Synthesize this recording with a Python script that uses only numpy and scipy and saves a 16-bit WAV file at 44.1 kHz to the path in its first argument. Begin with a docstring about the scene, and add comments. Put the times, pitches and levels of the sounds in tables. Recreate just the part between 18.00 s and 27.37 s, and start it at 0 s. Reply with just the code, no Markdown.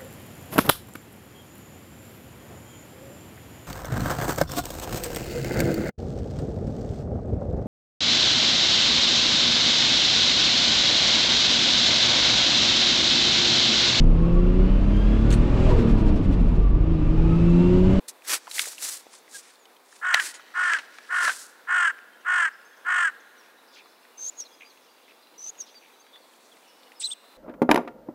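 """A crow caws six times, well to the front of a quiet street on a frosty morning: rough, rattling pulses
ring its throat and open bill. Near the microphone someone scuffs over icy grit beside a car, with
a few sharp knocks, and then stands still. Small birds whistle and chirp in thin gliding tones, some
close, some far off. Behind it all lies the faint wash of the town; the houses echo a little."""
import sys
import numpy as np
from scipy import signal
from scipy.fft import rfft, irfft
from scipy.io import wavfile
from scipy.ndimage import uniform_filter1d

SR = 44100
rng = np.random.default_rng(int(sys.argv[2]) if len(sys.argv) > 2 else 0)


def int16_out(signal):
    """Quantize to a 16-bit WAV file."""
    q = np.round(np.clip(np.atleast_2d(signal).T, -1, 1) * 32767)
    wavfile.write(sys.argv[1], SR, q.astype(np.int16))


N = 413216


# The crow's throat and open bill: frequency_hz, gain_db
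THROAT_SPECTRUM = [(250, -87), (500, -35), (720, -22.5), (1080, -9), (1430, -2), (1620, 0), (1820, -2.5),
                   (2130, -14.5), (2400, -24.5), (3080, -21), (3650, -38), (5600, -35.5), (8400, -27),
                   (9500, -41), (13000, -75)]
# The crow as it reaches the microphone, one row a caw: start_s, length_s, level_db
CROW_CAWS = [(2.011, 0.22, -24), (2.536, 0.25, -23), (3.087, .24, -23.5), (3.669, 0.25, -21),
             (4.245, .25, -21.5), (4.845, 0.26, -22)]
def caw(start_s, length_s, level_db, throat_width_hz=260):
    """Uneven pulses, shaken by a slowing rattle, ring a throat that rises and narrows toward the end."""
    sway, jitter, breath, flick, strain = .018, .015, .31, .18, .7
    rattle_depth, rasp_rattle_depth = .34, .48
    count = int(length_s * SR)
    pitch_hz, effort_db, rasp_db, throat_hz, narrow = caw_course(np.arange(count) / SR, length_s)
    rattle_hz = np.linspace(57.33, 36.7, count) * (1 + .04 * wander(count, 20))
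    beat = 2 * np.pi * np.cumsum(rattle_hz) / SR
    shake = np.sin(beat)
    cycles = np.cumsum(pitch_hz * (1 + sway * np.cos(beat) + jitter * wander(count, 190))) / SR
    # above the tenth partial only airy rasp is left
    pulses = unit(np.cos(2 * np.pi * np.arange(1, 11)[:, None] * cycles).sum(0))
    puffs = unit((1 + np.exp(-2 * (cycles % 1))) * rng.standard_normal(count))
    air = colour(puffs, [(1000, 12.7), (2200, 15.1), (3400, 16.3), (4500, 16.2)])
    voice = unit(colour(pulses + breath * air, THROAT_SPECTRUM))
    rasp = highpass(voice, 2500, order=4)
    core = voice - rasp
    # each beat of the rattle flicks the resonance from high to low
    ringing = resonate(core, throat_hz * (1 + flick * (1 - narrow) * np.cos(beat)), throat_width_hz)
    core = (1 - narrow) * core + narrow * unit(ringing)
    # strain evens out the core's level; the beats part as the throat narrows
    envelope = uniform_filter1d(abs(signal.hilbert(core)), size=60)
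    core = unit(highpass(core / envelope ** strain, 480, order=2))
    rattle = 1 + rattle_depth * (narrow * (shake + np.cos(2 * beat) / 2) + shake / 5)
    voice = core * rattle + rasp * amp(rasp_db) * (1 + rasp_rattle_depth * shake)
    return start_s, voice * amp(level_db + effort_db) * signal.windows.tukey(count, .03)


def caw_course(t, length_s, scoop=.1201, sag=.21, attack_s=.015, release_s=.047):
    """A caw scoops up to its pitch, holds its effort and sags ever faster as the air runs out."""
    progress = t / length_s
    onset = np.exp(-t / attack_s)
    release = np.maximum(1 - (length_s - t) / release_s, 0) ** 2
    pitch_hz = 363.8 * (1 - scoop * onset - sag * progress ** 3.8)
    effort_db = -29 * onset - 16.5 * release
    bill_widest, squeeze_at = .64, .835  # shares of the length
    rasp_db = 3 - 13 * (progress / bill_widest - 1) ** 2
    # the throat resonance climbs, and takes over the voice in a squeeze near the end
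    throat_hz = 1260 + 440 * progress
    narrow = .37 + .31 * bell(progress - squeeze_at, .11)
    return pitch_hz, effort_db, rasp_db, throat_hz, narrow


# A scuff's cracking grit, low grinding and bright edge, each: frequency_hz, gain_db
GRIT_SPECTRUM = [(70, -39), (250, -22), (1200, -31), (2500, -12.5), (4200, 0), (6000, 1), (8000, 3.5),
                 (10500, -1), (12000, -30), (16000, -33)]
GRIND_SPECTRUM = [(60, -35), (160, -26), (300, 0), (700, 0), (1800, 9.5), (3200, 4), (6000, 2),
                  (12000, -72)]
EDGE_SPECTRUM = [(4000, -44.5), (8500, -7), (11000, 3.5), (13500, -1.5), (16000, -8)]
# A sole on the ground near the microphone, one row a stroke: peak_s, rise_s, fall_s, level_db, weight_db
SOLE_STROKES = [(.086, .007, 0.026, -37.5, -8.5), (.283, 0.0077, 0.013, -32, -14),
                (0.334, 0.073, 0.046, -26, 3.5), (.61, 0.12, 0.15, -33.5, -5),
                (0.861, 0.083, .14, -32, -4.5), (1.15, 0.058, .055, -50.5, 0.5),
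                (1.368, 0.079, 0.056, -42.5, -7.5), (1.46, .09, 0.15, -56.5, 5),
                (1.976, 0.15, 0.079, -57.5, 0.5), (2.256, 0.09, 0.07, -35, 1),
                (2.96, 0.11, 0.34, -64.5, 14), (2.345, 0.0071, 0.046, -47.5, 5), (2.7, 0.19, 0.17, -52, 14),
                (3.262, .15, .11, -38, 5.5), (3.35, 0.11, 0.18, -42.5, -12), (8.45, .4, 0.6, -66, -6)]
def scuffs(grains_per_s=7000, spread_db=1.5, usual_stroke_db=-32, judder_db=1.94):
    """A sole drags over frozen grit: dense tiny cracks, with grinding under weight."""
    t = np.arange(N) / SR
    power = np.zeros((3, N))  # grit, grind, edge
    for peak_s, rise_s, fall_s, level_db, weight_db in SOLE_STROKES:
        grind_db = weight_db - 5
        # a harder stroke has a brighter edge, and weight dulls it
        edge_db = -8 + .59 * (level_db - usual_stroke_db) - .35 * weight_db
        during = (t > peak_s - 2 * rise_s) & (t < peak_s + 2 * fall_s)
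        from_peak = np.maximum((peak_s - t[during]) / rise_s, (t[during] - peak_s) / fall_s)
        stroke_db = level_db - 20 * from_peak ** 2
        power[:, during] += amp(stroke_db + np.array([[0], [grind_db], [edge_db]])) ** 2
    sizes = amp(spread_db * np.minimum(rng.exponential(1, N), 4))
    grains = sizes * (rng.random(N) < grains_per_s / SR)
    textures = [unit(colour((grains + .31) * rng.standard_normal(N), spectrum))
                for spectrum in (GRIT_SPECTRUM, GRIND_SPECTRUM, EDGE_SPECTRUM)]
    return (np.sqrt(power) * textures).sum(0) * amp(judder_db * wander(N, 49))


# Close, sharp knocks and cracks among the scuffs: start_s, peak_db, ring_hz, decay_s
SHARP_KNOCKS = [(.471, -31, 1200, 0.0015), (.477, -30, 970, 0.007), (0.513, -26, 3940, 0.0028),
                (.582, -18, 2060, .006), (0.5936, -7.5, 3400, .0009), (.5946, -12, 2200, .003),
                (0.6424, -26.5, 2220, 0.0015), (.656, -27.5, 1830, .0014), (.671, -34, 650, 0.0068),
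                (.781, -29, 2710, 0.0061), (1.067, -35, 600, 0.0013), (2.1408, -9, 1700, 0.0011),
                (2.1439, -2.5, 1900, 0.0015), (2.198, -13, 1940, 0.0045), (2.396, -34.5, 1320, .004),
                (2.735, -12.5, 2006, 0.00083), (2.786, -24, 1700, 0.0084), (2.985, -30.5, 1620, .002),
                (3.279, -12.5, 1250, .004), (3.293, -12.5, 1500, 0.008), (3.989, -34, 1734, .0013),
                (8.919, -38, 1930, .0018)]
def knock(start_s, peak_db, ring_hz, decay_s, grit_db=-26, grit_decay_s=.027, rise_s=.00048):
    """A short dead ring with a dry crack, and a little loose grit after it."""
    t = np.arange(SR // 12) / SR
    envelope = np.exp(-t / decay_s) + amp(grit_db) * np.exp(-t / grit_decay_s)
    spectrum = [(60, -36), (ring_hz / 4, -21), (ring_hz / 2, -7), (ring_hz, 0),
                (ring_hz * 2, -12), (ring_hz * 4, -21), (ring_hz * 8, -40)]
    crack = colour(rng.standard_normal(len(t)) * envelope, spectrum)
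    ring = np.sin(2 * np.pi * ring_hz * t) * np.exp(-t / min(decay_s, .002)) * (1 - np.exp(-t / rise_s))
    low_cut = signal.butter(1, ring_hz / 3, "high", fs=SR, output="sos")
    sound = signal.sosfilt(low_cut, unit(ring) + unit(crack))
    return start_s, amp(peak_db) * sound / abs(sound).max()


# The low body of the loudest knock: frequency_hz, gain_db
THUMP_SPECTRUM = [(30, -22), (90, -8), (220, 0), (500, -10), (2000, -45)]
def thump(start_s=2.141, peak_db=-45, decay_s=.008):
    """A dull, quickly dying push under the loudest knock."""
    t = np.arange(SR // 12) / SR
    sound = colour(rng.standard_normal(len(t)) * np.exp(-t / decay_s), THUMP_SPECTRUM)
    return start_s, amp(peak_db) * sound / abs(sound).max()


def grit_ticks(ticks_per_s=7, middle_hz=2100, spread_db=4, feet_rest_s=3.6):
    """Stray bits of grit snap at random, more softly once the feet rest."""
    ticks = np.zeros(N)
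    count = int(N / SR * ticks_per_s)
    for k, (when, loud, height) in enumerate(rng.random((count, 3))):
        start_s = (k + when) / ticks_per_s
        peak_db = (-43.5 if start_s < feet_rest_s else -47.5) + spread_db * (2 * loud - 1)
        add(ticks, *knock(start_s, peak_db, middle_hz * 2 ** (2 * height - 1), decay_s=.003))
    return ticks


def whistle(start_s, pitch_hz, level_db, warble=.004, warbles_per_s=42, quaver_hz=70, overtone_db=-31):
    """A small bird's thin, warbling, fluttering tone with a wide fringe of hiss."""
    count = len(pitch_hz)
    t = np.arange(count) / SR
    warbled_hz = pitch_hz * (1 + warble * np.sin(2 * np.pi * warbles_per_s * t))
    phase = 2 * np.pi * np.cumsum(warbled_hz + quaver_hz * wander(count, 650)) / SR
    tone = unit(np.sin(phase) + amp(overtone_db) * np.sin(2 * phase))
    flutter_db = 3 * wander(count, 160)
    hiss_spectrum = [(1500, -53), (3500, 2), (6500, 4.5), (9000, -4), (15000, -15)]
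    hiss = unit(colour(rng.standard_normal(count), hiss_spectrum))
    sound = amp(flutter_db - 7.5) * tone + amp(-23) * hiss
    return start_s, sound * amp(level_db) * signal.windows.tukey(count, .06)


# A small bird that carries clearly down the street, one row a "tsee-tsu": start_s, pitch_hz, gain_db
TWO_NOTE_CALLS = [(6.172, 6190, -25.5), (7.377, 5950, -29.5)]
def tsee(start_s, pitch_hz, gain_db, length_s=.1285, swell_db=14.5, hook_s=.0084):
    """The first note swells and creeps upward, then ends in a hook."""
    t = np.arange(0, length_s, 1 / SR)
    climb = .04 * t / length_s
    hook = .1 * bell(t - length_s + hook_s, hook_s)
    level_db = gain_db - swell_db * (1 - t / length_s) ** 2
    return whistle(start_s, pitch_hz * (1 + climb + hook), level_db, warble=.018)


def tsu(middle_s, gain_db, length_s=.08, first_hz=6680, last_hz=5610, slur_s=.0106, fade_db_per_s=750):
    """The second note slurs from high to low, loudest on the way down."""
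    t = np.arange(-length_s / 2, length_s / 2, 1 / SR)
    pitch_hz = first_hz + (last_hz - first_hz) * (1 + np.tanh(t / slur_s)) / 2
    return whistle(middle_s + t[0], pitch_hz, gain_db - fade_db_per_s * abs(t))


def high_note(start_s=8.999, length_s=.14, pitch_hz=8350, gain_db=-32, dip_at_s=.037, dip_width_s=.029):
    """A bird closer to the microphone holds one high whistle that dips in pitch and recovers."""
    t = np.arange(0, length_s, 1 / SR)
    dip = .08 * bell(t - dip_at_s, dip_width_s)
    return whistle(start_s, pitch_hz * (1 - dip), gain_db)


# The closer bird's lower voice, one row a yip: peak_s, rise_s, fall_s, top_hz, gain_db
CLOSE_YIPS = [(9.058, .036, .022, 4135, -20.5), (9.122, .018, .018, 3650, -25)]
def yip(peak_s, rise_s, fall_s, top_hz, gain_db, depth_db=20, octaves_per_db=.02):
    """A whistle whose pitch and level arch together with the bird's effort."""
    t = np.arange(-rise_s, fall_s, 1 / SR)
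    effort_db = -depth_db * np.maximum(-t / rise_s, t / fall_s) ** 2
    pitch_hz = top_hz * 2 ** (octaves_per_db * effort_db)
    return whistle(peak_s - rise_s, pitch_hz, gain_db + effort_db, overtone_db=-19)


# Small birds around the street: start_s, length_s, first_hz, last_hz, level_db, hoarse_share (of pitch)
STREET_CHIRPS = [(1.339, 0.038, 1650, 1600, -43, .011), (1.574, .094, 7350, 6250, -65.5, .004),
                 (2.338, .032, 6850, 6800, -49, .003), (5.368, .058, 6250, 5200, -62, .004),
                 (5.712, .11, 4580, 3800, -54.5, 0.25), (6.443, 0.039, 4400, 3850, -51.5, 0.052),
                 (6.52, .045, 4930, 5070, -60, .004), (6.64, 0.06, 4720, 4880, -57, .008),
                 (6.694, 0.033, 4800, 3750, -57, 0.012), (7.651, .067, 4200, 4170, -55.5, 0.24),
                 (7.74, 0.059, 4830, 4480, -51.5, 0.0092), (7.991, .035, 6100, 6600, -58.5, 0.016),
                 (8.12, 0.069, 3560, 3470, -51.5, 0.044), (8.512, .025, 3650, 3100, -56, .02),
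                 (8.952, 0.046, 5230, 5050, -59, .005), (8.992, 0.043, 8500, 8030, -37, 0.077),
                 (8.998, 0.044, 4840, 4460, -40, 0.32)]
def chirp(start_s, length_s, first_hz, last_hz, level_db, hoarse_share):
    """A short glide; an unsteady pitch makes it hoarse."""
    count = int(length_s * SR)
    unsteady = np.exp(hoarse_share * np.clip(wander(count, 900), -2, 2))
    pitch_hz = np.geomspace(first_hz, last_hz, count) * unsteady
    tone = unit(np.sin(2 * np.pi * np.cumsum(pitch_hz) / SR))
    return start_s, amp(level_db) * tone * signal.windows.tukey(count, .7)


# Sparrow-like chatter, faint at the microphone, one row a burst: start_s, length_s, level_db
CHATTER_BURSTS = [(5.747, 0.086, -54.5), (6.596, 0.052, -48.5), (6.637, 0.037, -58.5), (7.072, 0.064, -58),
                  (7.8, 0.088, -59.5)]
def chatter(start_s, length_s, level_db, pitch_hz=2470, pulses_per_s=85, depth=.67):
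    """A hoarse note broken into quick pulses."""
    _, note = chirp(start_s, length_s, pitch_hz, pitch_hz, level_db, hoarse_share=.123)
    t = np.arange(len(note)) / SR
    return start_s, note * (1 + depth * np.sin(2 * np.pi * pulses_per_s * t))


def distant_twitter(from_s=3.9, notes_per_s=17, middle_hz=4200, level_db=-66, spread_db=3.5, echo_db=-1):
    """Songbirds far off: short glides, mostly falling, clear or hoarse, blurred by the street."""
    notes = np.zeros(N)
    count = int((N / SR - from_s) * notes_per_s)
    for k, (when, length, height, slope, loud, rough) in enumerate(rng.uniform(-1, 1, (count, 6))):
        start_s = from_s + (k + when) / notes_per_s
        length_s = .038 * 2 ** length
        first_hz = middle_hz * 1.55 ** height
        last_hz = first_hz * (.86 + .22 * slope)
        add(notes, *chirp(start_s, length_s, first_hz, last_hz, level_db + spread_db * loud, .1 * abs(rough)))
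    return notes + amp(echo_db) * street_echo(notes)


# How long sound lingers between the houses: frequency_hz, t60_s
STREET_DECAY = [(300, 2.7), (1700, 2.24), (4000, 3.8), (9000, 0.85), (15000, 0.39)]
def street_echo(x, delay_s=.0067, reflections_per_s=1500):
    """Sparse late reflections from the houses; the highest treble dies first."""
    count = 3 * SR // 2
    reflections = rng.standard_normal(count) * (rng.random(count) < reflections_per_s / SR)
    reflections *= np.arange(count) > delay_s * SR
    hz, t, bands = signal.stft(reflections, SR, nperseg=256)
    decay = amp(-60 * t / read_curve(STREET_DECAY, hz)[:, None])
    _, tail = signal.istft(bands * decay, SR, nperseg=256)
    return signal.fftconvolve(x, tail / np.linalg.norm(tail))[:N]


# The far town as heard from the street: frequency_hz, gain_db
TOWN_SPECTRUM = [(18, -74), (30, -40), (38, -60.5), (251, -4.5), (424, -3), (471, 0), (596, -3),
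                 (931, -2.5), (1750, -9), (2390, -10.5), (3190, -17.5), (3450, -10.5), (5830, -21),
                 (9350, -19.5), (15800, -21)]
def town_wash(level_db=-57, swell_db=.63, drift_db=.8):
    """The wash of the far town; its lower and upper parts drift apart a little in level."""
    town = unit(colour(rng.standard_normal(N), TOWN_SPECTRUM, size=8192))
    upper = highpass(town, 660, order=3)
    lower = town - upper
    swell = amp(level_db + swell_db * wander(N, 6.4))
    return swell * (upper + lower * amp(drift_db * wander(N, 5.0)))


def amp(db):
    """Decibels to gain."""
    return 10 ** (np.asarray(db) / 20)


def unit(x):
    """Scales to rms 1."""
    return x / np.sqrt(np.mean(x ** 2) + 1e-20)


def bell(x, width):
    """A smooth bump of height 1 around zero."""
    return np.exp(-(x / width) ** 2)


def wander(count, rate_hz):
    """A smooth random curve of rms 1, no faster than about rate_hz."""
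    hz = np.fft.rfftfreq(count, 1 / SR)
    spectrum = rfft(rng.standard_normal(count))
    return unit(irfft(spectrum * (hz > 0) / (1 + (hz / rate_hz) ** 4), count))


def read_curve(points, hz):
    """Interpolates (frequency_hz, value) points on a log-frequency axis."""
    point_hz, values = np.transpose(points)
    return np.interp(np.log(hz + 1), np.log(point_hz), values)


def colour(x, spectrum, size=2048):
    """Causal filter through the given (frequency_hz, gain_db) points."""
    log_gain = np.log(amp(read_curve(spectrum, abs(np.fft.fftfreq(size, 1 / SR)))))
    taps = np.fft.ifft(np.exp(np.conj(signal.hilbert(log_gain)))).real  # minimum phase
    return signal.oaconvolve(x, taps)[:len(x)]


def highpass(x, hz, order):
    """Keeps what lies above hz, without delay."""
    return signal.sosfiltfilt(signal.butter(order, hz, "high", fs=SR, output="sos"), x)


def resonate(x, hz, width_hz):
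    """A resonance of gain 1 that follows the curve hz."""
    carrier = np.exp(2j * np.pi * np.cumsum(hz) / SR)
    pole = np.exp(-np.pi * width_hz / SR)
    return 2 * (carrier * signal.lfilter([1 - pole], [1, -pole], x / carrier)).real


def add(mix, start_s, sound):
    """Mixes a sound in at start_s."""
    part = mix[max(round(start_s * SR), 0):][:len(sound)]
    part += sound[:len(part)]


def scene(crow_echo_db=-29, bird_echo_db=-28, step_echo_db=-27, wall_db=-31, wall_delay_s=.09):
    """Crow, footwork and small birds from one spot in the street; one wall throws the caws back."""
    crow, birds = np.zeros(N), np.zeros(N)
    steps = scuffs() + grit_ticks()
    for row in CROW_CAWS:
        add(crow, *caw(*row))
    for start_s, pitch_hz, gain_db in TWO_NOTE_CALLS:
        add(birds, *tsee(start_s, pitch_hz, gain_db))
        add(birds, *tsu(start_s + .235, gain_db + 3.5))
    add(birds, *high_note())
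    for row in CLOSE_YIPS:
        add(birds, *yip(*row))
    for row in CHATTER_BURSTS:
        add(birds, *chatter(*row))
    for row in STREET_CHIRPS:
        add(birds, *chirp(*row))
    for row in SHARP_KNOCKS:
        add(steps, *knock(*row))
    add(steps, *thump())
    echo = street_echo(amp(crow_echo_db) * crow + amp(bird_echo_db) * birds + amp(step_echo_db) * steps)
    add(echo, wall_delay_s, amp(wall_db) * crow)
    return (crow + birds + steps + echo + distant_twitter() + town_wash())[None]


def record(dry, low_cut_hz=80, band_limit_hz=15800):
    """One small microphone drops the bass; the recorder's band limit trims the highest treble."""
    thin = signal.sosfilt(signal.butter(2, low_cut_hz, "high", fs=SR, output="sos"), dry)
    band_limit = signal.firwin(511, band_limit_hz, window=("kaiser", 9), fs=SR)
    return signal.oaconvolve(thin, band_limit[None], "same")


dry = scene()
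out = record(dry)
int16_out(out)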